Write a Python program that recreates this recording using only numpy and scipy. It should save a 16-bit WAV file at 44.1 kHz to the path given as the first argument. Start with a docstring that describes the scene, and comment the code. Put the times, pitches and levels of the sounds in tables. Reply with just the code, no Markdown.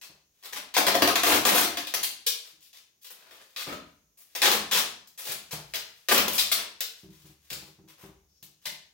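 """Short, rasping rips of duct tape are heard first, sharp cracks among them, each ringing on between hard walls.
Tape is tugged off its roll and wound round a thick rope on a plywood box in a bare basement gym. Each tug is
a burst of irregular glue slips, and a crack is a line of glue giving way at once; both excite resonances.
Bumps of hands and rope ring the box as a sum of decaying modes. Echoes and a diffuse tail form the room;
a faint crackle of fingers on the glue and a steady hiss lie beneath."""
import sys
import numpy as np
from scipy import signal
from scipy.fft import rfft, irfft, next_fast_len
from scipy.io import wavfile
from scipy.ndimage import uniform_filter1d

SR = 44100
rng = np.random.default_rng(int(sys.argv[2]) if len(sys.argv) > 2 else 0)


def to_wav(sig):
    """Store sig (one row per channel, or 1-D mono) as 16-bit WAV at the path in sys.argv[1].

    Samples outside -1..1 are clipped; the rate is SR.
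    """
    pcm = np.clip(np.atleast_2d(sig), -1, 1) * 32767
    pcm = np.round(pcm).astype(np.int16)
    wavfile.write(sys.argv[1], SR, pcm.T)  # frames by channels


N = 393811

# All levels are relative: the filters and gains of each source act on them afterwards.
# tugs on the tape: (t/s, length/s, level/dB, body/dB, sizzle/dB)
TUGS = [(0.013, 0.034, -41, -14, -2.5), (0.426, 0.044, -40.5, -8, -1), (0.525, 0.013, -33.5, -7, 1),
        (0.56, 0.02, -31.5, -7, -3), (0.74, 0.028, -18.5, -17.5, -10), (0.766, 0.024, -17, -1, -2),
        (0.867, 0.016, -15.5, 1.5, -1.5), (0.943, 0.008, -15.5, 2, -1.5), (1.021, 0.01, -15.5, 3.5, -2.5),
        (1.075, 0.018, -21.5, 3, -6.5), (1.155, 0.0058, -10.5, -3.5, -5.5), (1.236, 0.13, -21.5, 2, 0.5),
        (1.451, 0.04, -19.5, 0, 2.5), (1.52, 0.073, -21.5, 0, 3), (1.627, 0.023, -21, -9.5, -2.5),
        (1.77, 0.015, -23, -9, -7), (1.87, 0.011, -23, -20.5, -12), (1.939, 0.012, -18, -16.5, -4),
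        (2.031, 0.013, -19, -24, 0), (2.264, 0.018, -15, -31.5, -2), (2.606, 0.071, -54, -23, 0.5),
        (2.73, 0.057, -47, -18, -5), (3.014, 0.038, -52.5, -30, 4.5), (3.045, 0.031, -43, -19, -3),
        (3.101, 0.014, -45, -3, 8), (3.136, 0.21, -57, 0, -5), (3.307, 0.11, -53, -0.5, -3),
        (3.562, 0.063, -30.5, -15.5, -5), (3.665, 0.072, -41.5, 5.5, -3), (4.173, 0.051, -58.5, -10, 10.5),
        (4.35, 0.015, -29, -6.5, 0), (4.418, 0.054, -15, -7.5, -5), (4.475, 0.079, -26.5, 0, 0),
        (4.712, 0.08, -19, -9, -2.5), (5.073, 0.0027, -44.5, -38, 0.5), (5.176, 0.07, -41.5, -10.5, 6),
        (5.252, 0.074, -33, -7, 2.5), (5.509, 0.034, -31, -9.5, 0.5), (5.737, 0.023, -25.5, -11, -4),
        (6.086, 0.017, -16.5, -7.5, -5.5), (6.112, 0.013, -16, 3.5, 1.5), (6.147, 0.043, -20, -5, -7),
        (6.285, 0.0074, -22.5, -14, -12), (6.33, 0.034, -29.5, -9, 6), (6.38, 0.022, -15.5, -19, -1),
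        (6.516, 0.011, -16.5, -12, 1.5), (6.559, 0.05, -34, -4, -5), (6.806, 0.011, -18.5, -25.5, -4),
        (7.103, 0.21, -57, -12, -0.5), (7.502, 0.03, -30.5, -16, -3), (7.876, 0.035, -50, -5.5, -2),
        (7.982, 0.082, -56, 1, 3.5), (8.426, 0.011, -42, -19.5, 2.5), (8.616, 0.1, -57, -13, 0),
        (8.654, 0.016, -27, -12.5, -3.5)]
# the backing snaps taut: (t/s, level/dB)
SNAPS = [(0.8683, -8.5), (1.0206, -7), (1.0756, -4), (1.1556, -10.5), (1.2342, -3), (1.351, -14.5),
         (1.4524, -4), (1.6102, -5.5), (1.7725, -16.5), (2.2715, -16), (3.058, -39), (3.109, -36),
         (4.516, -2.5), (4.7143, -11.5), (4.7898, -9.5), (6.0861, -6.5), (6.1448, -1), (6.1789, -0.5),
         (6.2819, -7.5), (6.3793, -11.5), (6.5199, -14), (6.8057, -12), (8.428, -43)]
# short rings of strip and knocked roll, with a squeal and a faint squeak:
# (t/s, length/s, f/Hz, level/dB, overtone level/dB)
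SHORT_RINGS = [(0.764, 1.02, 304, 11.5, 4), (2.255, 0.075, 468, 20, -3), (3.656, 0.092, 540, 2, 7.5),
               (3.66, 0.082, 268, 17, 3.5), (4.42, 0.11, 349, -2, 5), (6.381, 0.04, 3900, 4, -21),
               (6.795, 0.05, 447, 12.5, -2.5), (8.287, 0.11, 5400, 22, -8), (8.648, 0.05, 884, 3.5, 4)]
# fingers shift their grip on tape and rope: (t/s, length/s, level/dB)
GRIPS = [(0.297, 0.25, -66.5), (2.407, 0.13, -49.5), (2.994, 1.1, -63.5), (4.2, 0.39, -58),
         (4.95, 1.6, -60), (6.895, 0.19, -57), (7.358, 0.44, -55)]
# hands and rope bump the box: (t/s, level/dB, hardness/dB)
BUMPS = [(0.092, -51.5, -3), (2.529, -59, -20), (3.672, -35.5, -4.5), (5.291, -43, -4), (5.531, -35.5, 0),
         (7.032, -33, -21.5), (7.242, -42, -14), (7.513, -38, -6.5), (7.621, -42.5, -7), (7.785, -39, -18),
         (8.033, -34.5, -11.5), (8.425, -48.5, -10), (8.667, -46.5, -6)]
# spectrum radiated by the peeling tape: (f/Hz, level/dB)
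TAPE_SPECTRUM = [(29, -60), (50, -25), (81, -14), (128, -21.5), (189, -10), (313, -8.5), (389, -6),
                 (646, -5.5), (694, -5), (783, -7), (3330, -5.5), (7760, -13.5), (14900, -14), (16000, -14)]
# resonances of the roll: (f/Hz, width/Hz, level/dB)
ROLL_MODES = [(209, 19, 1), (325.4, 24, -4.5), (597, 12, -12), (1000, 16, -1), (1477, 12, -6.5)]
# modes of the plywood box: (f/Hz, level/dB, T60/s)
BOX_MODES = [(54.4, -21, 1), (73, -17, 0.85), (91, -10, 0.18), (124, -14.5, .1), (151, 6, 0.12),
             (188, 0, .2), (274, -12, .1), (317.7, -0.5, 0.18), (386, -6, 0.19)]
# decay of the room: (f/Hz, T60/s)
ROOM_T60 = [(100, 1), (260, 0.5), (700, 0.47), (1840, 0.47), (4850, 0.46), (9000, 0.35), (15000, 0.26)]
# likeness of the diffuse sound at the two microphones: (f/Hz, correlation)
LIKENESS = [(100, .94), (300, .82), (700, 0.39), (1400, 0), (3000, 0.0041), (6000, 0.16), (15000, .0)]
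# level difference between the microphones: (f/Hz, left minus right/dB)
LEAN = [(100, 1.5), (400, 1.5), (1300, 3.5), (3000, 1.5), (5500, 7), (9500, -2), (14000, 8)]
# spectrum of the still air: (f/Hz, level/dB)
AIR_SPECTRUM = [(15, -37), (25, -4), (64, -0.5), (463, -1.5), (840, -10), (4140, -13), (6560, 3),
                (7710, -14), (14800, -5), (16000, -5)]
# centres of body, middle, rasp and sizzle in a tug: (f/Hz)
COLOUR_HZ = [330, 1200, 4200, 10500]

SLACK, BUILD_S, RELEASE_S = 0.22, 0.03, 0.0023   # a pull starts this share short, builds up and lets go
MIDDLE_DB, MIDDLE_FOLLOWS = 5, 0.79   # the middle of a tug's spectrum rises and falls with its body
OPENING_CRACK_DB = 2.5   # every tug opens with a small crack, set this far above the tug's table level
OVERTONE = 2.31   # frequency ratio of a short ring's overtone
RING_WIDTH_HZ, BROAD_ABOVE_HZ = 30.0, 1400   # a short ring's bandwidth grows with the square of its pitch
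HOLD_DB = -81   # crackle of fingers that merely hold the tape
SETTLE_S, SETTLE_DB = 0.051, -5   # the rope settles with a second, softer bump
AIR_DB = -71.5
CUTOFF_HZ = 16000


def tape(cracks, gain_db=-0.38):
    """Source and resonator: slips and cracks radiate from the strip and excite the roll and short rings."""
    colour = response(TAPE_SPECTRUM, size=4096)
    excitation = tugs() + cracks + rustle()
    dry = signal.fftconvolve(excitation, colour / np.linalg.norm(colour))[:N]
    roll = sum(from_db(db) * resonance(dry, hz, width_hz) for hz, width_hz, db in ROLL_MODES)
    return from_db(gain_db) * (dry + roll + short_rings(dry))


def tugs(slow_per_s=1100, fast_per_s=3600, spread_db=2.5, fizz=0.28,
         clump_db=3.0, clump_s=0.0025, breakaway=1.0, breakaway_s=0.0012):
    """Stick-slip peeling: a harder pull slips more often, and the weave bunches the slips."""
    out = np.zeros(N)
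    chance = slip_chance()
    weave = uniform_filter1d(rng.standard_normal(N), max(int(clump_s * SR), 1))
    clumps = from_db(clump_db * rms_one(weave))
    for s, length, db, body_db, sizzle_db in TUGS:
        end = s + length + np.log(100) * RELEASE_S   # the release fades to a hundredth
        span = slice(int(s * SR), int(end * SR))
        per_s = np.interp(db, [-45, -18], [slow_per_s, fast_per_s])
        peel = rms_one(slips(chance[:, span], per_s, spread_db, fizz) * clumps[span])
        t = np.arange(len(peel)) / SR
        # resting glue holds harder, so the first slips are the strongest
        grip = 1 + breakaway * np.exp(-t / breakaway_s)
        force = 1 - SLACK * np.exp(-t / BUILD_S)
        release = np.exp(-np.maximum(t - length, 0) / RELEASE_S)
        pull = rms_one(grip * force) * release
        # the free length and tension of the strip set its colour
        middle_db = MIDDLE_DB + MIDDLE_FOLLOWS * body_db
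        strip = response(list(zip(COLOUR_HZ, [body_db, middle_db, 0, sizzle_db])))
        add(out, s, from_db(db) * signal.fftconvolve(peel * pull, strip))
    return out


def slip_chance():
    """Random process behind the slips: waiting chance, size and signed strand noise for each sample."""
    return np.vstack([rng.exponential(1, (2, N)), rng.standard_normal(N)])


def slips(chance, per_s, spread_db, fizz, cracks_per_s=120, crack_share=0.79, crack_hz=6500):
    """Random impulse trains: uneven jerks of the glue, a fizz of strands and rarer thick cracks; rms 1."""
    when, size, strands = chance
    jerks = (when < per_s / SR) * from_db(spread_db * np.minimum(size, 3)) * np.sign(strands)
    cracks = (when < cracks_per_s / SR) * np.sign(strands) * np.sqrt(SR / cracks_per_s)
    high_pass = signal.butter(1, crack_hz, "high", fs=SR, output="sos")
    bright = signal.sosfilt(high_pass, cracks + 1e-18)
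    return rms_one(rms_one(jerks) + fizz * strands + crack_share * bright)


def snaps(gain_db=12.0, fade_s=0.00035, edge=0.4, thin_edge=1.0, thin_db=-15, full_db=-7, opening_s=0.001):
    """Impulsive release: a line of glue gives way at once, a sharp crack with a few faint strands after it."""
    out, t = np.zeros(N), np.arange(128) / SR
    cracks = SNAPS + [(s + opening_s, db + OPENING_CRACK_DB) for s, _, db, *_ in TUGS]
    for (s, db), grain in zip(cracks, rng.standard_normal((len(cracks), len(t)))):
        strands = grain * np.exp(-t / fade_s)
        pulse = 0.5 * strands / np.linalg.norm(strands) - (t == 0)
        # weak cracks are thinner: differencing takes more of their bass
        fullness = np.clip((db - thin_db) / max(full_db - thin_db, 1), 0, 1)
        bass_cut = min(thin_edge + fullness * (edge - thin_edge), 1)
        crack = signal.lfilter([1, -bass_cut], [1], pulse)
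        add(out, s, from_db(db + gain_db) * crack / np.linalg.norm(crack))
    return out


def short_rings(dry):
    """Driven resonance: for a short while the tape's own sound excites a ring or squeak and an overtone."""
    out, t = np.zeros(N), np.arange(N) / SR
    for s, length, hz, db, overtone_db in SHORT_RINGS:
        drive = dry * ((t > s) & (t < s + length))
        for ring_hz, ring_db in ((hz, db), (OVERTONE * hz, overtone_db)):
            width_hz = RING_WIDTH_HZ * (1 + (ring_hz / BROAD_ABOVE_HZ) ** 2)
            out += from_db(ring_db) * resonance(drive, ring_hz, width_hz)
    return out


def rustle(per_s=500, spread_db=6.0, fizz=0.58, low_hz=1800):
    """Sparse slips under fingers: a faint, thin crackle that swells and fades with each change of grip."""
    high_pass = signal.butter(1, low_hz, "high", fs=SR, output="sos")
    crackle = signal.sosfilt(high_pass, slips(slip_chance(), per_s, spread_db, fizz))
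    handling = np.full(N, from_db(HOLD_DB))
    for s, length, db in GRIPS:
        add(handling, s, from_db(db) * np.hanning(int(length * SR)))
    return crackle * handling


def box(ring_db=-9.0, scuff_db=0.0, scuff_s=0.019, scuff_hz=620, scuff_width_hz=900,
        contact_s=0.003, soft_slows=0.47, vary_db=3.0):
    """Modal superposition: a soft bump rings the plywood panels while the rope fibres scuff over the wood."""
    out, t = np.zeros(N), np.arange(SR // 2) / SR
    hz, mode_db, t60 = np.transpose(BOX_MODES)[:, :, None]
    modes = np.sin(2 * np.pi * hz * t) * from_db(mode_db - 60 * t / t60)
    settling = [(s + SETTLE_S, db + SETTLE_DB, hard_db) for s, db, hard_db in BUMPS]
    for s, db, hard_db in BUMPS + settling:
        # every bump excites the modes with new strengths and signs
        strengths = from_db(rng.normal(0, vary_db, len(BOX_MODES)))
        ring = (strengths * rng.choice([-1, 1], len(BOX_MODES))) @ modes
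        fibres = rng.standard_normal(len(t))
        for _ in range(2):
            fibres = resonance(fibres, scuff_hz, scuff_width_hz)
        scuff = rms_one(fibres) * np.exp(-t / scuff_s) * from_db(scuff_db + hard_db)
        # a softer contact presses on for longer
        swell = 1 - np.exp(-t / (contact_s * from_db(-soft_slows * hard_db)))
        add(out, s, from_db(db) * (from_db(ring_db) * ring + scuff) * swell)
    return out


def room(x, split_hz=1400, bass_dwell_s=0.16, treble_dwell_s=0.005, count=5):
    """Moving source: the peeling line wanders, and short waves meet new room paths sooner than long ones."""
    t, out = np.arange(N) / SR, 0
    low_pass = signal.butter(2, split_hz, fs=SR, output="sos")
    high_pass = signal.butter(2, split_hz, "high", fs=SR, output="sos")
    bass = signal.sosfilt(np.tile(low_pass, (2, 1)), x + 1e-18)
    treble = signal.sosfilt(np.tile(high_pass, (2, 1)), x + 1e-18)

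    def share(dwell_s, spot):
        """Equal-power crossfade: the share of one spot rises for a dwell and falls for the next."""
        return np.sin(np.pi / 2 * np.minimum((t / dwell_s - spot) % count, 2))

    for spot in range(count):
        at_spot = bass * share(bass_dwell_s, spot) + treble * share(treble_dwell_s, spot)
        out = out + signal.oaconvolve(at_spot[None], paths(), axes=1)[:, :N]
    return out


def paths(direct_db=-9.0, wet_db=-2.5, echo_db=-9.0, echo_s=0.0021, build_s=0.00071, count=14):
    """Room impulse response: direct sound, echoes off box, wall and ceiling, a tail that dies band by band."""
    size = 2 ** 15
    t, hz = np.arange(size) / SR, np.fft.rfftfreq(size, 1 / SR)
    field, tail = diffuse(size), 0
    for centre_hz, t60 in ROOM_T60:
        band = at_hz([(f, f == centre_hz) for f, _ in ROOM_T60], hz)
        fade = from_db(-60 * t / t60) * (1 - np.exp(-t / build_s))
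        tail = tail + irfft(field * band) * fade / np.linalg.norm(fade)
    echoes = np.zeros((2, size))
    delays_s = rng.uniform(0.0007, 0.022, count)
    bearings = rng.uniform(-1, 1, count)
    for delay_s, bearing, sign in zip(delays_s, bearings, rng.choice([-1, 1], count)):
        # the bearing shifts the arrival oppositely at the two microphones
        arrival = (SR * (delay_s + bearing * np.array([-0.0003, 0.0003]))).astype(int)
        echoes[[0, 1], arrival] += sign * np.exp(-delay_s / echo_s)
    impulse = from_db(wet_db) * tail + from_db(echo_db) * echoes / np.linalg.norm(echoes[0])
    impulse[[0, 1], [0, 2]] += from_db(direct_db)   # the left microphone is a little nearer
    lean = [response([(f, side * db / 2) for f, db in LEAN], size=512) for side in (1, -1)]
    return signal.fftconvolve(impulse, np.array(lean), axes=1)


def air():
    """Stationary diffuse noise: a faint steady hiss under everything."""
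    size = next_fast_len(N + N % 2, real=True)
    colour = from_db(at_hz(AIR_SPECTRUM, np.fft.rfftfreq(size, 1 / SR)))
    return from_db(AIR_DB) * rms_one(irfft(diffuse(size) * colour, size)[:, :N])


def diffuse(size):
    """Diffuse field: spectra of two white noises, alike in the bass as sound from all sides is."""
    mid, side = rfft(rng.standard_normal((2, size)))
    alike = np.clip(at_hz(LIKENESS, np.fft.rfftfreq(size, 1 / SR)), -0.99, 0.99)
    return np.sqrt(1 + alike) * mid + np.sqrt(1 - alike) * side * [[1], [-1]]


def resonance(x, hz, width_hz):
    """Damped single mode: a two-pole band-pass with gain 1 on top."""
    r = np.exp(-np.pi * width_hz / SR)
    zeros = np.array([1, 0, -1]) * (1 - r * r) / 2
    poles = [1, -2 * r * np.cos(2 * np.pi * hz / SR), r * r]
    return signal.lfilter(zeros, poles, x + 1e-18)


def response(points, size=2048):
    """Minimum phase: the causal impulse response with the given (f/Hz, level/dB) spectrum."""
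    log_gain = np.log(from_db(at_hz(points, np.fft.rfftfreq(size, 1 / SR))))
    cepstrum = irfft(log_gain)
    # folding the cepstrum onto positive times makes the response causal
    cepstrum[1:size // 2] *= 2
    cepstrum[size // 2 + 1:] = 0
    return irfft(np.exp(rfft(cepstrum)))[:size // 2]


def at_hz(points, hz):
    """Logarithmic frequency scale: interpolate a table of (f/Hz, value)."""
    f, value = np.transpose(points)
    return np.interp(np.log(np.maximum(hz, 1)), np.log(f), value)


def from_db(db):
    """Level to amplitude: 20 dB is a factor of ten."""
    return 10 ** (np.asarray(db) / 20)


def rms_one(x):
    """Effective value: scale to rms 1."""
    return x / np.sqrt(np.mean(x ** 2) + 1e-20)


def add(out, s, sound):
    """Superposition: mix a sound in at time s, in seconds."""
    i = max(round(s * SR), 0)
    out[i:i + len(sound)] += sound[:len(out) - i]


def scene(panel_db=-4.0, box_room_db=-6.5, snap_room_db=0.0, snap_beam_db=-16.0, snap_right_db=-4.0):
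    """Superposed fields: tape and box sound in the room; front panel and strip also beam at the microphones."""
    thuds, cracks = box(), snaps()
    # the right microphone is a little farther from the strip
    right_cracks = from_db(snap_right_db) * np.roll(cracks, 2)
    beam = from_db(snap_beam_db) * np.array([cracks, right_cracks])
    sources = tape(from_db(snap_room_db) * cracks) + from_db(box_room_db) * thuds
    return room(sources) + beam + from_db(panel_db) * thuds + air()


def record(dry):
    """Band limiting: an elliptic low-pass cuts the top steeply."""
    low_pass = signal.ellip(12, 0.2, 75, CUTOFF_HZ, fs=SR, output="sos")
    return signal.sosfilt(low_pass, dry)


dry = scene()
out = record(dry)
to_wav(out)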